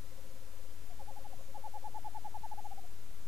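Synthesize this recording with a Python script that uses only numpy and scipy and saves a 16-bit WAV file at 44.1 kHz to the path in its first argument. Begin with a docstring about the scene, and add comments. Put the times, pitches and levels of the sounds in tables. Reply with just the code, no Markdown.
"""Garden at night. A small owl on the right gives a bouncing trill of short arched hoots that speeds up and
fades; a lower, fainter owl calls too, starting before it. Each hoot is a near-pure tone plus its octave,
scattered briefly by shrubs. Insects rasp faintly in a narrow treble noise band, over steady equipment hiss and
churning rumble."""
import sys
import numpy as np
from scipy import signal
from scipy.fft import rfft, irfft, next_fast_len
from scipy.io import wavfile
from scipy.ndimage import map_coordinates

SR = 44100
rng = np.random.default_rng(int(sys.argv[2]) if len(sys.argv) > 2 else 0)


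def to_wav(sig):
    """Store sig (one row per channel, or 1-D mono) as 16-bit WAV at the path in sys.argv[1].

    Samples outside -1..1 are clipped; the rate is SR.
    """
    pcm = np.clip(np.atleast_2d(sig), -1, 1) * 32767
    pcm = np.round(pcm).astype(np.int16)
    wavfile.write(sys.argv[1], SR, pcm.T)  # frames by channels


N = 144207
T = np.arange(N) / SR

# Noise floor spectrum: f/Hz, relative density/dB
HISS_SPECTRUM = [(2, -0.5), (20, -4), (33, -11), (64, -12.5), (118, -18.5), (230, -25), (430, -29.5),
                 (800, -32.5), (1700, -36), (4000, -39), (9000, -41), (15000, -42)]
# Noise floor stereo image: f/Hz, left-right correlation/1
HISS_CORRELATION = [(40, 0.028), (130, 0.16), (300, 0.31), (1400, .4), (15000, 0.34)]
# Nearer insect rasps: centre t/s, length/s, level/dB
INSECT_RASPS = [(.29, .05, -76), (.54, .04, -76), (0.923, 0.087, -76), (1.437, 0.051, -71),
                (1.967, 0.048, -75), (2.48, .05, -76), (2.643, 0.064, -72), (3.25, .08, -72)]
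# Low owl: start t/s, length/s, level/dB, f/Hz
LOW_HOOTS = [(0.035, 0.025, -64.5, 518), (0.114, 0.022, -58.5, 526), (0.175, 0.029, -57, 531),
             (0.24, 0.026, -58.5, 527), (0.3, 0.028, -60, 532), (0.352, 0.032, -59.5, 528),
             (0.413, 0.026, -59.5, 527.4), (0.468, 0.032, -62, 516), (0.531, 0.022, -61.5, 533),
             (0.589, 0.021, -60.3, 523.4), (0.646, 0.022, -60.5, 524), (0.704, 0.025, -66, 514),
             (1.007, 0.034, -56, 544), (1.101, 0.042, -58, 545), (1.195, 0.038, -57, 542),
             (1.292, 0.044, -59, 540), (1.383, 0.041, -58, 542), (1.48, 0.039, -57.5, 543.6),
             (1.571, 0.035, -55.5, 541.4), (1.657, 0.039, -59, 544), (1.75, 0.033, -57.5, 537),
             (1.821, 0.026, -57.6, 534), (1.869, 0.037, -62, 517), (1.924, 0.049, -65, 488)]
# High owl: start t/s, length/s, level/dB, top f/Hz, time to top/s, attack/s, rise to top/Hz, end sag/Hz
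HIGH_HOOTS = [(0.8884, 0.0502, -55.7, 735.0, 0.0221, 0.026, 89.0, 169.0),
              (0.992, 0.0357, -49.2, 832.0, 0.0157, 0.0044, -23.0, 221.0),
              (1.0683, 0.0491, -47.7, 857.0, 0.0275, 0.026, 193.0, 234.0),
              (1.1548, 0.0443, -48.9, 840.0, 0.0229, 0.0173, 165.0, 301.0),
              (1.2434, 0.0345, -48.4, 844.0, 0.0158, 0.0041, 90.0, 278.0),
              (1.3257, 0.0234, -51.7, 754.0, 0.0081, 0.0032, -2.0, 185.0),
              (1.404, 0.0169, -57.1, 683.0, 0.001, 0.0043, -120.0, 99.0),
              (1.544, 0.0408, -44.5, 855.0, 0.0177, 0.0029, 124.0, 247.0),
              (1.6364, 0.0481, -42.0, 880.0, 0.0224, 0.0077, 91.0, 262.0),
              (1.7365, 0.0496, -42.4, 859.0, 0.0238, 0.0072, 99.0, 225.0),
              (1.8391, 0.0485, -41.6, 871.0, 0.0245, 0.0054, 104.0, 239.0),
              (1.9432, 0.0487, -41.1, 884.0, 0.0259, 0.0047, 109.0, 249.0),
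              (2.0447, 0.0449, -40.6, 866.0, 0.0204, 0.004, 95.0, 233.0),
              (2.1457, 0.0439, -41.1, 882.0, 0.0178, 0.0035, 123.0, 239.0),
              (2.2444, 0.0413, -41.2, 858.0, 0.017, 0.0036, 119.0, 216.0),
              (2.3424, 0.0367, -40.7, 879.0, 0.0143, 0.0029, 142.0, 254.0),
              (2.4321, 0.0361, -39.8, 891.0, 0.0177, 0.0064, 106.0, 259.0),
              (2.5127, 0.0306, -41.2, 873.0, 0.0142, 0.0035, 132.0, 271.0),
              (2.5705, 0.0376, -42.4, 859.0, 0.0221, 0.0176, 215.0, 239.0),
              (2.6372, 0.0405, -43.6, 850.0, 0.0233, 0.0221, 242.0, 212.0),
              (2.7009, 0.0366, -45.2, 805.0, 0.0223, 0.0256, 178.0, 163.0),
              (2.7667, 0.037, -47.7, 802.0, 0.0213, 0.026, 251.0, 155.0),
              (2.8342, 0.0286, -55.4, 730.0, 0.0158, 0.0058, 81.0, 215.0)]
# DC drift: t/s, left/full scale, right/full scale
DC_DRIFT = [(0, -.022, -.010), (.6, -.027, -.015), (1.3, -.030, -.018), (2.3, -.033, -.022),
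            (3.3, -.034, -.023)]


def amp(db):
    """dB to amplitude."""
    return 10 ** (np.asarray(db) / 20)


def unit(x):
    """Scale to unit RMS."""
    return x / np.sqrt(np.mean(x ** 2) + 1e-20)


def pan(x, left_db, right_db):
    """Stereo with a gain per side."""
    return amp([[left_db], [right_db]]) * x


def log_interp(points, hz):
    """Interpolate (f/Hz, value) points on a log frequency axis."""
    f, value = np.transpose(points)
    return np.interp(np.log(hz + 1), np.log(f + 1), value)


def wobble(rate_hz):
    """Smooth random curve through Gaussian knots at rate_hz."""
    return map_coordinates(rng.standard_normal(int(N * rate_hz / SR) + 4), [T * rate_hz])


def filtered(x, response):
    """FFT filter with gain response(f/Hz)."""
    size = next_fast_len(N + SR // 2)
    return irfft(rfft(x, size) * response(np.fft.rfftfreq(size, 1 / SR)), size)[..., :N]


def hiss(level_db=-50.5, rumble_hz=244, churn_db=1.5):
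    """Equipment noise, partly common to both sides; its bass wanders in level."""
    def mid_side_gains(hz):
        angle = np.arccos(log_interp(HISS_CORRELATION, hz)) / 2
        return amp(log_interp(HISS_SPECTRUM, hz)) * [np.cos(angle), np.sin(angle)]

    mid, side = filtered(rng.standard_normal((2, N)), mid_side_gains)
    noise = unit(np.array([mid + side, mid - side]))
    rumble = filtered(noise, lambda hz: 1 / (1 + (hz / rumble_hz) ** 4))
    churn = amp(churn_db * np.array([wobble(3.5), wobble(3.5)]))
    return amp(level_db) * pan(noise + (churn - 1) * rumble, left_db=-.17, right_db=.28)


def insects(centre_hz=6700, width_hz=1270, chorus_db=-80.5, swing_db=1.5):
    """Narrow-band rasp: a randomly swelling chorus plus a few nearer bursts."""
    power = amp(chorus_db + swing_db * wobble(12)) ** 2
    for centre_s, length_s, db in INSECT_RASPS:
        power += amp(db) ** 2 * np.exp(-(2 * (T - centre_s) / length_s) ** 4)
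    band = lambda hz: np.exp(-2 * ((hz - centre_hz) / width_hz) ** 2)
    rasp = unit(filtered(rng.standard_normal(N), band))
    return pan(np.sqrt(power) * rasp, left_db=-4, right_db=2)


def shrub_scatter(x, level_db=-25, t60_s=.13, delay_s=.004):
    """Short diffuse echo off shrubs, different on each side."""
    t = T[:SR // 4]
    tail = rng.standard_normal((2, len(t))) * amp(-60 * t / t60_s) * (t > delay_s)
    tail /= np.linalg.norm(tail, axis=1)[:, None]
    return amp(level_db) * signal.fftconvolve(x, tail, axes=1)[:, :N]


def owl_voice(hz, gain, octave_ratio, waver_hz=3, waver_db=.4):
    """Slightly unsteady sine plus a weaker octave."""
    phase = 2 * np.pi * np.cumsum(hz + waver_hz * wobble(120)) / SR
    tone = np.sin(phase) + octave_ratio * np.sin(2 * phase)
    return gain * amp(waver_db * wobble(90)) * tone


def low_owl():
    """Soft, nearly level hoots that droop at the end and reach the left side later."""
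    rise_share, sag_share_per_s = .015, 1.6
    attack_db, fade_db, margin_s, left_lag_s = 9, 7.5, .008, .00021
    long_hoot_s, long_octave_db, octave_db_per_s = .043, -7.5, 500  # long hoots are richer
    hz, gain, octave_db = np.zeros((3, N))
    for start_s, length_s, db, pitch_hz in LOW_HOOTS:
        span = slice(round((start_s - margin_s) * SR), round((start_s + length_s + margin_s) * SR))
        position = 2 * (T[span] - start_s) / length_s - 1  # -1 at start, +1 at end
        early, late = np.clip(-position, 0, 2), np.clip(position, 0, 2)
        hz[span] = pitch_hz * (1 - rise_share * early ** 2 - sag_share_per_s * length_s * late ** 3)
        gain[span] = amp(db - attack_db * early ** 4 - fade_db * late ** 3)
        octave_db[span] = long_octave_db + octave_db_per_s * min(length_s - long_hoot_s, 0)
    voice = owl_voice(hz, gain, amp(octave_db))
    delay_left = lambda f: np.exp(-2j * np.pi * f * np.array([[left_lag_s], [0]]))
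    return pan(filtered(voice, delay_left), left_db=-2.2, right_db=4)


def high_owl():
    """Each hoot opens, arches to its top pitch, sags as it fades, then closes."""
    flick_hz, flick_s, hard_attack_s = 250, .002, .014  # a hard start overshoots in pitch
    swell_db, fade_db = 5, 12  # loss before and after the top
    close_s, close_db_per_s = .0031, 2800
    lead_s, lead_width_s, lead_db = .0094, .0023, -19
    full_voice_db, full_octave_db = -41.5, -28
    hz, gain = np.zeros((2, N))
    for start_s, length_s, db, top_hz, top_s, attack_s, rise_hz, sag_hz in HIGH_HOOTS:
        span = slice(round(start_s * SR), round((start_s + length_s + .01) * SR))
        t = T[span] - start_s
        early = np.clip(1 - t / top_s, 0, 1)
        late = np.clip((t - top_s) / (length_s - top_s), 0, 1.4)
        overshoot_hz = flick_hz * max(1 - attack_s / hard_attack_s, 0) * np.exp(-t / flick_s)
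        hz[span] = top_hz - rise_hz * early ** 2 - sag_hz * late ** 1.8 + overshoot_hz
        opening = np.sin(np.pi / 2 * np.clip(t / attack_s, 0, 1))
        closing = amp(-close_db_per_s * np.clip(t - length_s + close_s, 0, 1))
        gain[span] = opening * closing * amp(db - swell_db * early ** 1.5 - fade_db * late ** 2)
        if attack_s < .01 and rise_hz > 50:  # faint false start ahead of a hard, arched hoot
            lead = slice(round((start_s - .016) * SR), span.start)
            hz[lead] = top_hz
            gain[lead] = amp(db + lead_db) * np.exp(-((T[lead] - start_s + lead_s) / lead_width_s) ** 2)
    octave_ratio = amp(full_octave_db - full_voice_db) * gain  # octave fades twice as fast in dB
    return pan(owl_voice(hz, gain, octave_ratio), left_db=-1.94, right_db=4)


def scene():
    """Two owls and their echo over insects and hiss."""
    owls = high_owl() + low_owl()
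    return owls + shrub_scatter(owls) + insects() + hiss()


def record(dry, cutoff_hz=15200):
    """Brick-wall low-pass plus drifting DC offset."""
    times_s, *sides = np.transpose(DC_DRIFT)
    offset = [np.interp(T, times_s, side) for side in sides]
    return filtered(dry, lambda hz: hz < cutoff_hz) + offset


dry = scene()
out = record(dry)
to_wav(out)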